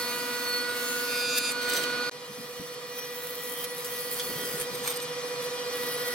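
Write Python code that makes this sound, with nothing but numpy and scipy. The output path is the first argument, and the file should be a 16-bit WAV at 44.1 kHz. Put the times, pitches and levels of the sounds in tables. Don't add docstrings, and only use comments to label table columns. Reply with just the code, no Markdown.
import sys
import numpy as np
from scipy import signal
from scipy.fft import rfft, irfft
from scipy.io import wavfile
from scipy.ndimage import uniform_filter1d, map_coordinates

SR = 44100
rng = np.random.default_rng(int(sys.argv[2]) if len(sys.argv) > 2 else 0)


def pcm_store(signal):
    levels = np.round(np.clip(np.atleast_2d(signal), -1, 1) * 32767)
    wavfile.write(sys.argv[1], SR, levels.astype(np.int16).T)


N = 270774
T = np.arange(N) / SR
HZ = np.fft.rfftfreq(N, 1 / SR)
VIEW_ENDS_S, VIEW_STARTS_S = 2.096, 2.113
IDLE_HZ = 243.27
START_DB, RELEASE_DB_PER_S = -9, 342


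def amp(db):
    return 10 ** (np.asarray(db) / 20)


def unit(x):
    return x / np.sqrt(np.mean(x ** 2) + 1e-20)


def read(points, hz):
    point_hz, value = np.transpose(points)
    return np.interp(np.log(hz + 1), np.log(point_hz), value)


def level(rows):
    time_s, level_db = np.transpose(rows)
    outside_s = np.maximum(time_s[0] - T, 0) + np.maximum(T - time_s[-1], 0)
    return amp(np.interp(T, time_s, level_db) - 600 * outside_s)


def drift(rate_hz):
    count = 2048
    hz = np.fft.rfftfreq(count, N / SR / count)
    slow = irfft(rfft(rng.standard_normal(count)) / (1 + (hz / rate_hz) ** 2))
    return np.interp(T, np.linspace(0, N / SR, count), unit(slow))


def arch(middle_s, half_s):
    return np.exp(-((T - middle_s) / half_s) ** 2)


def held(start_s, end_s, rise_s, level_db, release_db_per_s=RELEASE_DB_PER_S):
    weak = np.clip(1 - (T - start_s) / rise_s, 0, 1)
    outside_s = 2 * np.maximum(start_s - T, 0) + np.maximum(T - end_s, 0)
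    return amp(level_db + START_DB * weak - release_db_per_s * outside_s)


def together(gains):
    return np.sqrt(sum(gain ** 2 for gain in gains))


def cover(start_s, end_s):
    cover_s = .1
    return np.clip(np.minimum(T - start_s, end_s - T) / cover_s + .5, 0, 1)


def swell():
    rise_db_per_s = 2
    return amp(rise_db_per_s * (T - (VIEW_STARTS_S + T[-1]) / 2))


def colour(x, spectrum, band_hz):
    z = rfft(x) * amp(read(spectrum, HZ))
    inside = irfft(z[0] * (HZ > band_hz[0]) * (HZ < band_hz[1]), N)
    return irfft(z, N) / inside.std()


def ring(x, modes):
    response = 0
    for pitch_hz, width_hz, level_db in modes:
        off_pitch = (HZ ** 2 - pitch_hz ** 2) / (width_hz * HZ + 1e-6)
        response = response + amp(level_db) / (1 + 1j * off_pitch) ** 2
    return unit(irfft(rfft(x) * response, N))


def focused(pair, share):
    share = np.clip(share, 0, 1)
    shifted = signal.hilbert(pair[0]).imag
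    return np.array([pair[0], np.sqrt(share) * shifted + np.sqrt(1 - share) * pair[1]])


# start_s, end_s, sag_hz (drop of the stroke rate)
PASSES = [(-.1, 1.5, .32), (2.45, 4.6, .32), (5.7, 6.3, .2)]


def head_turns(wobble_hz=0.045):
    sag_hz = sum(drop_hz * cover(start_s, end_s) for start_s, end_s, drop_hz in PASSES)
    return np.cumsum(IDLE_HZ - sag_hz + wobble_hz * drift(3.8)) / SR


def tone(turns, waver, spread, lean=0):
    angle = (2 * np.pi * (turns - np.floor(turns))).astype(np.float32)
    cos, sin = np.cos(angle), np.sin(angle)
    wander = np.array([1 + waver * drift(20.6), waver * drift(8.1)])
    direct, shifted = wander / np.sqrt(1 + 2 * waver ** 2)
    mid = direct * cos - shifted * sin
    side = (waver * drift(3.0) - shifted) * cos - (waver * drift(4.5) + direct) * sin
    return np.sqrt(2) * np.array([mid, lean * mid + spread * side])


# middle_s, half_length_s, multiple (of the stroke rate), change_db
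PARTIAL_SWELLS = [(0.054, 0.12, 18, 8), (0.153, 0.42, 6, -7), (0.538, 0.09, 18, 15), (0.546, 0.092, 8, 4),
                  (0.885, 0.15, 10, -21), (1.35, 0.21, 8, -20), (1.48, 0.11, 2, -5), (1.483, 0.11, 6, -3),
                  (1.68, 0.047, 6, 3), (2.503, 0.62, 2, -1.5), (2.77, 0.11, 8, -6), (3.018, 0.071, 24, 8),
                  (3.0, 0.11, 10, 6), (3.45, 0.35, 20, -8), (4.232, 0.18, 18, 12.5), (4.56, 0.3, 6, 7.5),
                  (5.412, .2, 2, 2), (6.05, 0.39, 6, 9.5), (6.098, 0.065, 8, 6.5)]


def partial_gain(order, open_db, start_db, end_db, wander_db=-0.5):
    db = open_db
    for start_s, end_s, _ in PASSES:
        board_db = np.interp(T, [start_s, end_s], [start_db, end_db])
        db = db + cover(start_s, end_s) * (board_db - open_db)
    for middle_s, half_s, multiple, change_db in PARTIAL_SWELLS:
        if round(multiple) == order:
            db = db + change_db * arch(middle_s, half_s)
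    return amp(db + wander_db * np.log10(order / 2) * drift(7.4))


# multiple (of the stroke rate), open_db (gap open), start_db (pass starts), end_db (pass ends),
# lean (to the left, plain ratio)
WHINE_END = [(2, -40, -43, -40, -0.24), (4, -50.5, -45, -55.5, 0.1), (6, -37, -36.5, -39, -0.42),
             (8, -51.5, -44, -51, -0.46), (10, -46, -49.5, -40.5, 0.13), (18, -42, -47.5, -45, -0.0086)]
WHINE_SIDE = [(2, -39.5, -38, -40, -0.39), (4, -52, -54, -52.5, 0.24), (6, -62, -63.5, -55.5, -0.88),
              (8, -53, -46, -47, 0.044), (10, -53, -52.5, -55.5, .35), (18, -57.5, -50.5, -57, -0.24),
              (20, -50, -53, -46, 0.25), (24, -52, -50.5, -49.5, 0.03)]
# multiple (of the stroke rate), level_db
UPPER_END = [(5, -46), (7, -66), (9, -54.5), (12, -49.5), (14, -50), (16, -45), (15, -55.5), (20, -43.5),
             (22, -51), (24, -52), (26, -48), (38, -70)]
UPPER_SIDE = [(5, -62.5), (12, -58.5), (13, -57), (14, -58), (15, -61.5), (16, -58), (22, -59), (26, -59.5),
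              (28, -62.5), (30, -75), (32, -67)]


def whine(turns, main, upper, main_db, upper_db, motor_db, waver, spread, upper_waver=0.97):
    motor_hz = 500.6
    out = 0
    for multiple, level_db in upper:
        partial = tone(round(multiple) * turns + rng.random(), upper_waver, spread)
        out = out + amp(level_db + upper_db) * partial
    for row, (multiple, open_db, start_db, end_db, lean) in enumerate(main):
        order = round(multiple)
        if row == 0:
            motor = tone(motor_hz * T - 1 / 4, .07, .2, lean)
            partial = tone(order * turns, .03, .02, lean) + amp(motor_db) * motor
        else:
            partial = tone(order * turns + rng.random(), waver, spread, lean)
        out = out + amp(main_db) * partial_gain(order, open_db, start_db, end_db) * partial
    return out


# pitch_hz, end_level_db, side_level_db (halfway through the side view)
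HUM = [(245.7, -52.5, -60.5), (265.3, -54, -61.5), (303.4, -62, -62), (434, -61, -60.5),
       (677.5, -57.5, -60.5), (760, -79, -61), (810, -84, -63.5), (4190, -51.5, -54)]


def hum(from_side):
    rise = swell()
    out = 0
    for pitch_hz, end_db, side_db in HUM:
        gain = np.where(from_side, amp(side_db) * rise, amp(end_db))
        out = out + gain * tone(pitch_hz * T, waver=0.65, spread=0.48)
    return out


# time_s, level_db
AIR_END = [(0, -48), (1.55, -49), (1.7, -46), (1.9, -46), (2.1, -47)]
# pitch_hz, density_db (per Hz)
AIR_COLOUR_END = [(30, -33), (80, -18.5), (155, 3.5), (200, -2), (260, 4), (380, 0.5), (670, 0.5),
                  (850, -2.5), (1180, 4), (1600, 0), (2500, -2), (4200, -2), (6500, -12.5), (10000, -11),
                  (16000, -21)]
AIR_COLOUR_SIDE = [(30, -38), (80, -21.5), (150, 7), (200, -0.5), (350, -2.5), (480, 7.5), (600, 0),
                   (850, -5), (1180, 6), (1550, -3.5), (1820, 2.5), (2150, -3), (2400, -0.5), (2650, -7),
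                   (3400, -1.5), (4050, -8), (4350, -5), (4650, -11), (5200, -7.5), (5750, -5),
                   (6600, -23.5), (7400, -7.5), (8200, -12.5), (10000, -9.5), (16000, -22.5)]


def air(turns, gain, spectrum, db, chop):
    noise = rng.standard_normal((2, N)) * (1 + chop * np.cos(2 * np.pi * turns))
    return amp(db) * gain * colour(noise, spectrum, band_hz=(1030, 1400))


def strokes(turns, alike, burst_ms, uneven_db, tail, bite_db, memory_s, crackle_db=2.0):
    stroke, count = turns.astype(int), 184
    age_s = (turns % 1) / IDLE_HZ
    keep = np.exp(-1 / (memory_s * IDLE_HZ))
    fresh = rng.standard_normal((2, stroke[-1] + count, count))
    shapes = signal.lfilter([np.sqrt(1 - keep ** 2)], [1, -keep], fresh, axis=1)
    place = [stroke, age_s * SR]
    repeated = np.array([map_coordinates(shape[count - 1:], place, order=3, mode="nearest")
                         for shape in shapes])
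    alike = np.clip(alike, 0, 1)
    tear = np.sqrt(alike) * unit(repeated) + np.sqrt(1 - alike) * rng.standard_normal((2, N))
    depth_db = uneven_db * np.clip(drift(27), -2, 2)
    knife_db = bite_db * np.clip(rng.standard_normal(N), -2, 2)[stroke]
    bite = amp(depth_db + knife_db)
    fibres = unit(uniform_filter1d(rng.standard_normal(N), size=12))
    tear = tear * amp(crackle_db * np.clip(fibres, -2, 2))
    return unit(tear * (bite * np.exp(-age_s / (burst_ms / 1000)) + tail))


# start_s, end_s, rise_s (time to full strength), level_db, brightness_db (per octave)
CUTS = [(-.05, 0.578, .02, -41, 10.5), (0.603, 1.218, 0.24, -38.5, 9), (1.247, 1.51, .02, -44, 11),
        (2.25, 2.68, 0.15, -56.5, 14), (2.8, 3.147, 0.17, -53.5, 20), (3.134, 3.635, .02, -48.5, 24),
        (3.673, 4.636, 0.19, -45.5, 16.5), (5.2, 5.69, 0.073, -60, 8), (5.418, 5.443, .005, -51, 11),
        (5.718, 6.2, 0.04, -48, 15)]
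# break_s (chip breaks off), level_db
TEARS = [(.412, -42), (1.385, -28), (1.52, -35.5), (2.745, -51), (2.995, -44), (3.648, -41), (4.125, -43),
         (4.617, -38.5), (6.084, -37.5)]


def feed(unsteady_db=1.74):
    tear_s, break_s = 0.022, 0.0061
    tail_s, tail_db_per_octave = 0.046, -19
    cuts = [held(*row[:4]) for row in CUTS]
    tilt = np.array([row[4] for row in CUTS])[np.argmax(cuts, axis=0)]
    tilt = tilt + tail_db_per_octave * sum(arch(end_s, tail_s) for _, end_s, _ in PASSES)
    tears = [amp(level_db) * np.exp(-np.maximum((s - T) / tear_s, (T - s) / break_s))
             for s, level_db in TEARS]
    return together(cuts + tears) * amp(unsteady_db * drift(10.0)), tilt


# pitch_hz, density_db (per Hz)
CHIP_COLOUR_END = [(500, -43), (1800, 3.5), (2600, 3.5), (4200, -9), (5500, -3), (7200, -1.5), (9200, 5),
                   (11000, 1), (12500, -1.5), (14200, -1.5), (16000, -9)]
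CHIP_COLOUR_SIDE = [(500, -12.5), (1800, 0), (3200, -6.5), (4400, -8), (6800, -9.5), (8500, 2.5),
                    (10500, 3), (12000, -1), (16000, -8)]


def chips(bursts, gain, tilt, spectrum, db, patchy_db):
    band_hz, pivot_hz = (7500, 16000), 9000
    hz, t, z = signal.stft(colour(bursts, spectrum, band_hz), SR, nperseg=256)
    patches = rng.standard_normal(z.shape[1:])
    for _ in range(2):
        patches = uniform_filter1d(patches, size=4, axis=0)
        patches = uniform_filter1d(patches, size=50, axis=1)
    octaves = np.log2(np.maximum(hz, pivot_hz) / np.mean(band_hz)) * (hz > band_hz[0])
    tilt_db = octaves[:, None] * np.interp(t, T, tilt)
    z = z * amp(patchy_db * np.clip(unit(patches), -2, 2) + tilt_db)
    return amp(db) * gain * signal.istft(z, SR, nperseg=256)[1][:, :N]


# start_s, end_s, rise_s, level_db
GRAIN = [(1.074, 1.356, 0.16, -35.5), (1.352, 1.383, 0.031, -29), (1.4, 1.501, 0.053, -35),
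         (3.482, 3.65, 0.089, -50.5), (4.153, 4.208, 0.05, -47.5), (4.355, 4.474, 0.046, -48.5),
         (4.59, 4.646, 0.018, -50)]
# pitch_hz, width_hz (before the peak is squared), level_db (relative)
BOARD_END = [(2564, 220, 12.5), (3720, 200, 12.5), (4783, 230, 15), (5880, 150, 0), (6280, 180, -2),
             (6800, 170, -0.5), (7510, 180, 0), (9230, 370, 0), (10400, 530, -4), (11100, 530, -1)]
BOARD_SIDE = [(3223, 140, 2), (4500, 400, -16), (5500, 190, -12), (9350, 270, -6)]


def hard_grain(turns, gain, modes, db, rough, side_db):
    samples = ((turns + .5) % 1 - .5) * SR / IDLE_HZ
    blows = unit(np.sinc(samples) * np.exp(-(samples / 8) ** 2))
    crunch = unit(rng.standard_normal((2, N)) * np.exp(-(turns % 1) / 0.52))
    pair = np.array([blows, amp(side_db) * signal.hilbert(blows).imag]) + rough * crunch
    return amp(db) * gain * ring(pair, modes)


# middle_s, half_length_s, level_db, pitch_hz
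ZINGS = [(1.32, .05, -42, 6740), (1.46, 0.08, -42, 7150), (1.446, .07, -41.5, 9520),
         (2.93, .07, -60, 10800), (3.688, .05, -49, 10400), (3.76, 0.031, -52, 11400),
         (5.928, .035, -43.5, 10840), (6.02, 0.056, -58, 10500)]


def zings(bursts, width_hz=800):
    out = 0
    for middle_s, half_s, level_db, pitch_hz in ZINGS:
        out = out + amp(level_db) * arch(middle_s, half_s) * ring(bursts, [(pitch_hz, width_hz, 0)])
    return out


def knocks(rows, octaves, db):
    out, count = np.zeros((2, N)), 16384
    t, hz = np.arange(count) / SR, np.fft.rfftfreq(count, 1 / SR) + 1
    for start_s, peak_db, pitch_hz, t60_s in rows:
        bell = np.exp(-.5 * (np.log2(hz / pitch_hz) / octaves) ** 2)
        burst = irfft(rfft(rng.standard_normal((2, count))) * bell)
        burst *= amp(-60 * t / t60_s) * (1 - np.exp(-t * pitch_hz))
        part = out[:, round(start_s * SR):][:, :count]
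        part += amp(peak_db + db) * burst[:, :part.shape[1]] / abs(burst).max()
    return out


# start_s, peak_db, pitch_hz (centre), t60_s (time to fall 60 dB)
SNAPS = [(1.381, -33, 10500, 0.018), (1.384, -15, 6000, 0.01), (1.629, -32, 7500, .02),
         (1.698, -21, 8650, 0.035), (1.735, -20, 7500, 0.04), (1.766, -21, 8000, 0.035),
         (1.779, -23, 5000, .015), (1.833, -23, 11000, .008), (1.838, -22.5, 5000, .018),
         (3.543, -27, 13000, .008), (3.576, -25, 13000, .008), (3.609, -28, 13000, 0.0087),
         (3.617, -26, 13000, .008), (3.643, -25, 3300, 0.061), (3.845, -24.5, 7950, 0.13),
         (4.1224, -36, 12000, .012), (4.197, -23, 3380, 0.067), (4.4516, -24, 8000, 0.011),
         (4.612, -32, 3280, 0.11), (4.878, -24, 4500, .035), (4.903, -26, 6000, .025),
         (4.916, -24, 7000, .015), (4.962, -25, 8600, .03), (5.001, -27, 4500, .02)]


def snaps():
    return focused(knocks(SNAPS, octaves=1.0, db=-2.0), share=0.31)


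# middle_s, half_length_s, level_db
DRAGS = [(1.645, 0.045, -43), (1.755, 0.11, -37.5), (4.853, .025, -39), (4.893, 0.048, -36),
         (4.9, .12, -50)]
# middle_s, level_db
SLIPS = [(1.625, -47), (1.66, -47), (1.7, -33.5), (1.738, -36), (1.773, -32.5), (1.81, -40), (4.756, -39),
         (4.785, -49), (4.836, -40.5), (4.884, -34), (4.907, -34), (4.967, -40), (5.03, -39.5)]
# pitch_hz, width_hz (before the peak is squared), level_db (relative)
SQUEAL_END = [(1980, 280, 0), (3080, 280, 3), (3880, 280, 3), (4820, 180, 0), (6000, 92, 6),
              (8600, 1200, -3), (12300, 210, 2), (13400, 320, -2), (15730, 220, -1)]
SQUEAL_SIDE = [(2310, 270, -2), (3600, 250, -1), (6130, 600, -2.5), (8600, 390, 5.5), (11300, 450, -8),
               (12440, 230, 3.5), (13380, 450, 1)]
# pitch_hz, density_db (per Hz)
RASP_END = [(60, -30), (300, 14), (620, 14.5), (900, 2), (2000, 11), (2700, 4), (4000, 7), (7000, 1),
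            (9000, 3), (11500, -8), (16000, -5)]
RASP_SIDE = [(60, -35), (300, -8), (750, 10), (1500, 7), (3800, 4), (7000, 1.5), (9500, -1), (13000, 1),
             (16000, -3)]


def drag(modes, spectrum, squeal_db, rasp_db, slip_db, rub_db, crackle_db):
    slip_half_s, ticks_per_s, tick_s = 0.017, 600, .0004
    slips = unit(amp(slip_db * np.clip(drift(78), -2, 2)))
    sliding = together(amp(level_db) * arch(s, half_s) for s, half_s, level_db in DRAGS)
    squeals = [amp(level_db) * arch(s, slip_half_s) for s, level_db in SLIPS]
    squealing = together(squeals + [amp(rub_db) * sliding])
    tick_gain = amp(crackle_db * np.minimum(rng.exponential(1, N), 2))
    ticks = (rng.random(N) < ticks_per_s / SR) * tick_gain
    grit = .5 + signal.lfilter([1], [1, -np.exp(-1 / (tick_s * SR))], ticks)
    squeal = ring(grit * rng.standard_normal((2, N)), modes)
    rasp = colour(grit * rng.standard_normal((2, N)), spectrum, band_hz=(5500, 16000))
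    rub = amp(squeal_db) * squealing * squeal + amp(rasp_db) * sliding * rasp
    return focused(slips * rub, share=0.35)


# start_s, peak_db, pitch_hz, t60_s
RAPS = [(1.698, -32, 3080, .1), (1.766, -39, 3930, .12), (1.838, -25.5, 3080, .07),
        (4.197, -28, 3370, 0.077), (4.879, -31, 3600, .1)]


def raps():
    return knocks(RAPS, octaves=0.02, db=-4.5)


# start_s, peak_db, pitch_hz (centre), t60_s
BUMPS = [(2.285, -51, 170, .2), (2.375, -47, 198, 0.32), (2.596, -42, 225, 0.065), (4.294, -45, 290, 0.13),
         (4.316, -50, 150, 0.093), (4.355, -47, 160, .12), (4.378, -51, 170, .11), (4.418, -45, 250, .13),
         (4.538, -44, 151, 0.073), (4.606, -55, 155, .1), (4.711, -49, 150, 0.15), (4.75, -51, 150, .1),
         (4.808, -51, 170, .12), (4.836, -61, 170, 0.089)]


def bumps():
    return knocks(BUMPS, octaves=0.47, db=8.5)


# start_s, end_s, rise_s, level_db
SHUDDER = [(4.23, 4.615, 0.029, -45.5), (4.67, 4.8, 0.06, -47)]
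# pitch_hz, density_db (per Hz)
SHUDDER_COLOUR = [(40, -44), (130, -3.5), (250, -5), (480, 10), (650, -6), (2000, -12.5)]


def shudder():
    rumble = colour(rng.standard_normal((2, N)), SHUDDER_COLOUR, band_hz=(60, 700))
    return together(held(*row) for row in SHUDDER) * rumble


# pitch_hz, side_gain_db
WIDTH = [(60, -4), (150, -8), (450, -10.5), (1000, -4.5), (3000, 0), (8000, 0), (14000, 2)]


def stereo(pair, lean=0.073, lean_hz=5500):
    delay_s = 4e-5
    mid, side = rfft(pair)
    side = side * amp(read(WIDTH, HZ)) - mid * lean / (1 + (HZ / lean_hz) ** 2)
    right = (mid - side) * np.exp(-2j * np.pi * HZ * delay_s)
    return irfft(np.array([mid + side, right]), N)


def scene():
    turns = head_turns()
    hiss, tilt = feed(unsteady_db=.7)
    grain = together(held(*row, release_db_per_s=800) for row in GRAIN)

    end = whine(turns, WHINE_END, UPPER_END, main_db=2.0, upper_db=-4.0, motor_db=-8.5,
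                waver=0.15, spread=0.039, upper_waver=0.46)
    end += air(turns, level(AIR_END), AIR_COLOUR_END, db=0.0, chop=0.12)
    bursts = strokes(turns, alike=.85, burst_ms=2.5, uneven_db=1.2, tail=.5, bite_db=1.4, memory_s=.09)
    end += chips(bursts, hiss, tilt, CHIP_COLOUR_END, db=-1.0, patchy_db=1.7)
    end += hard_grain(turns, grain, BOARD_END, db=0.0, rough=.25, side_db=-1)
    end += zings(bursts)
    end += drag(SQUEAL_END, RASP_END, squeal_db=-2.5, rasp_db=-8.0, slip_db=0.0, rub_db=-2.5,
                crackle_db=2.0)

    side = swell() * whine(turns, WHINE_SIDE, UPPER_SIDE, main_db=-1.5, upper_db=1.5, motor_db=-5.5,
                           waver=0.28, spread=0.1)
    side += air(turns, swell(), AIR_COLOUR_SIDE, db=-51, chop=0.012)
    bursts = strokes(turns, alike=.5, burst_ms=.7, uneven_db=2.2, tail=.24, bite_db=2.3, memory_s=.06)
    side += chips(bursts, hiss, tilt, CHIP_COLOUR_SIDE, db=4.0, patchy_db=1.7)
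    side += hard_grain(turns, grain, BOARD_SIDE, db=3.5, rough=.3, side_db=-6)
    side += zings(bursts)
    side += drag(SQUEAL_SIDE, RASP_SIDE, squeal_db=-1.0, rasp_db=-5.5, slip_db=2.5, rub_db=-5.5,
                 crackle_db=2.0)
    side += shudder()

    from_side = T > VIEW_ENDS_S
    pair = np.where(from_side, side, end) + hum(from_side)
    pair += snaps() + raps() + bumps()
    dip = np.where(from_side & (T < VIEW_STARTS_S), .08, 1)
    return stereo(pair * dip)


def record(dry):
    edge_hz = 15900
    lowpass = signal.firwin(511, edge_hz, window=("kaiser", 9), fs=SR)
    return signal.oaconvolve(dry, lowpass[None], "same")


dry = scene()
out = record(dry)
pcm_store(out)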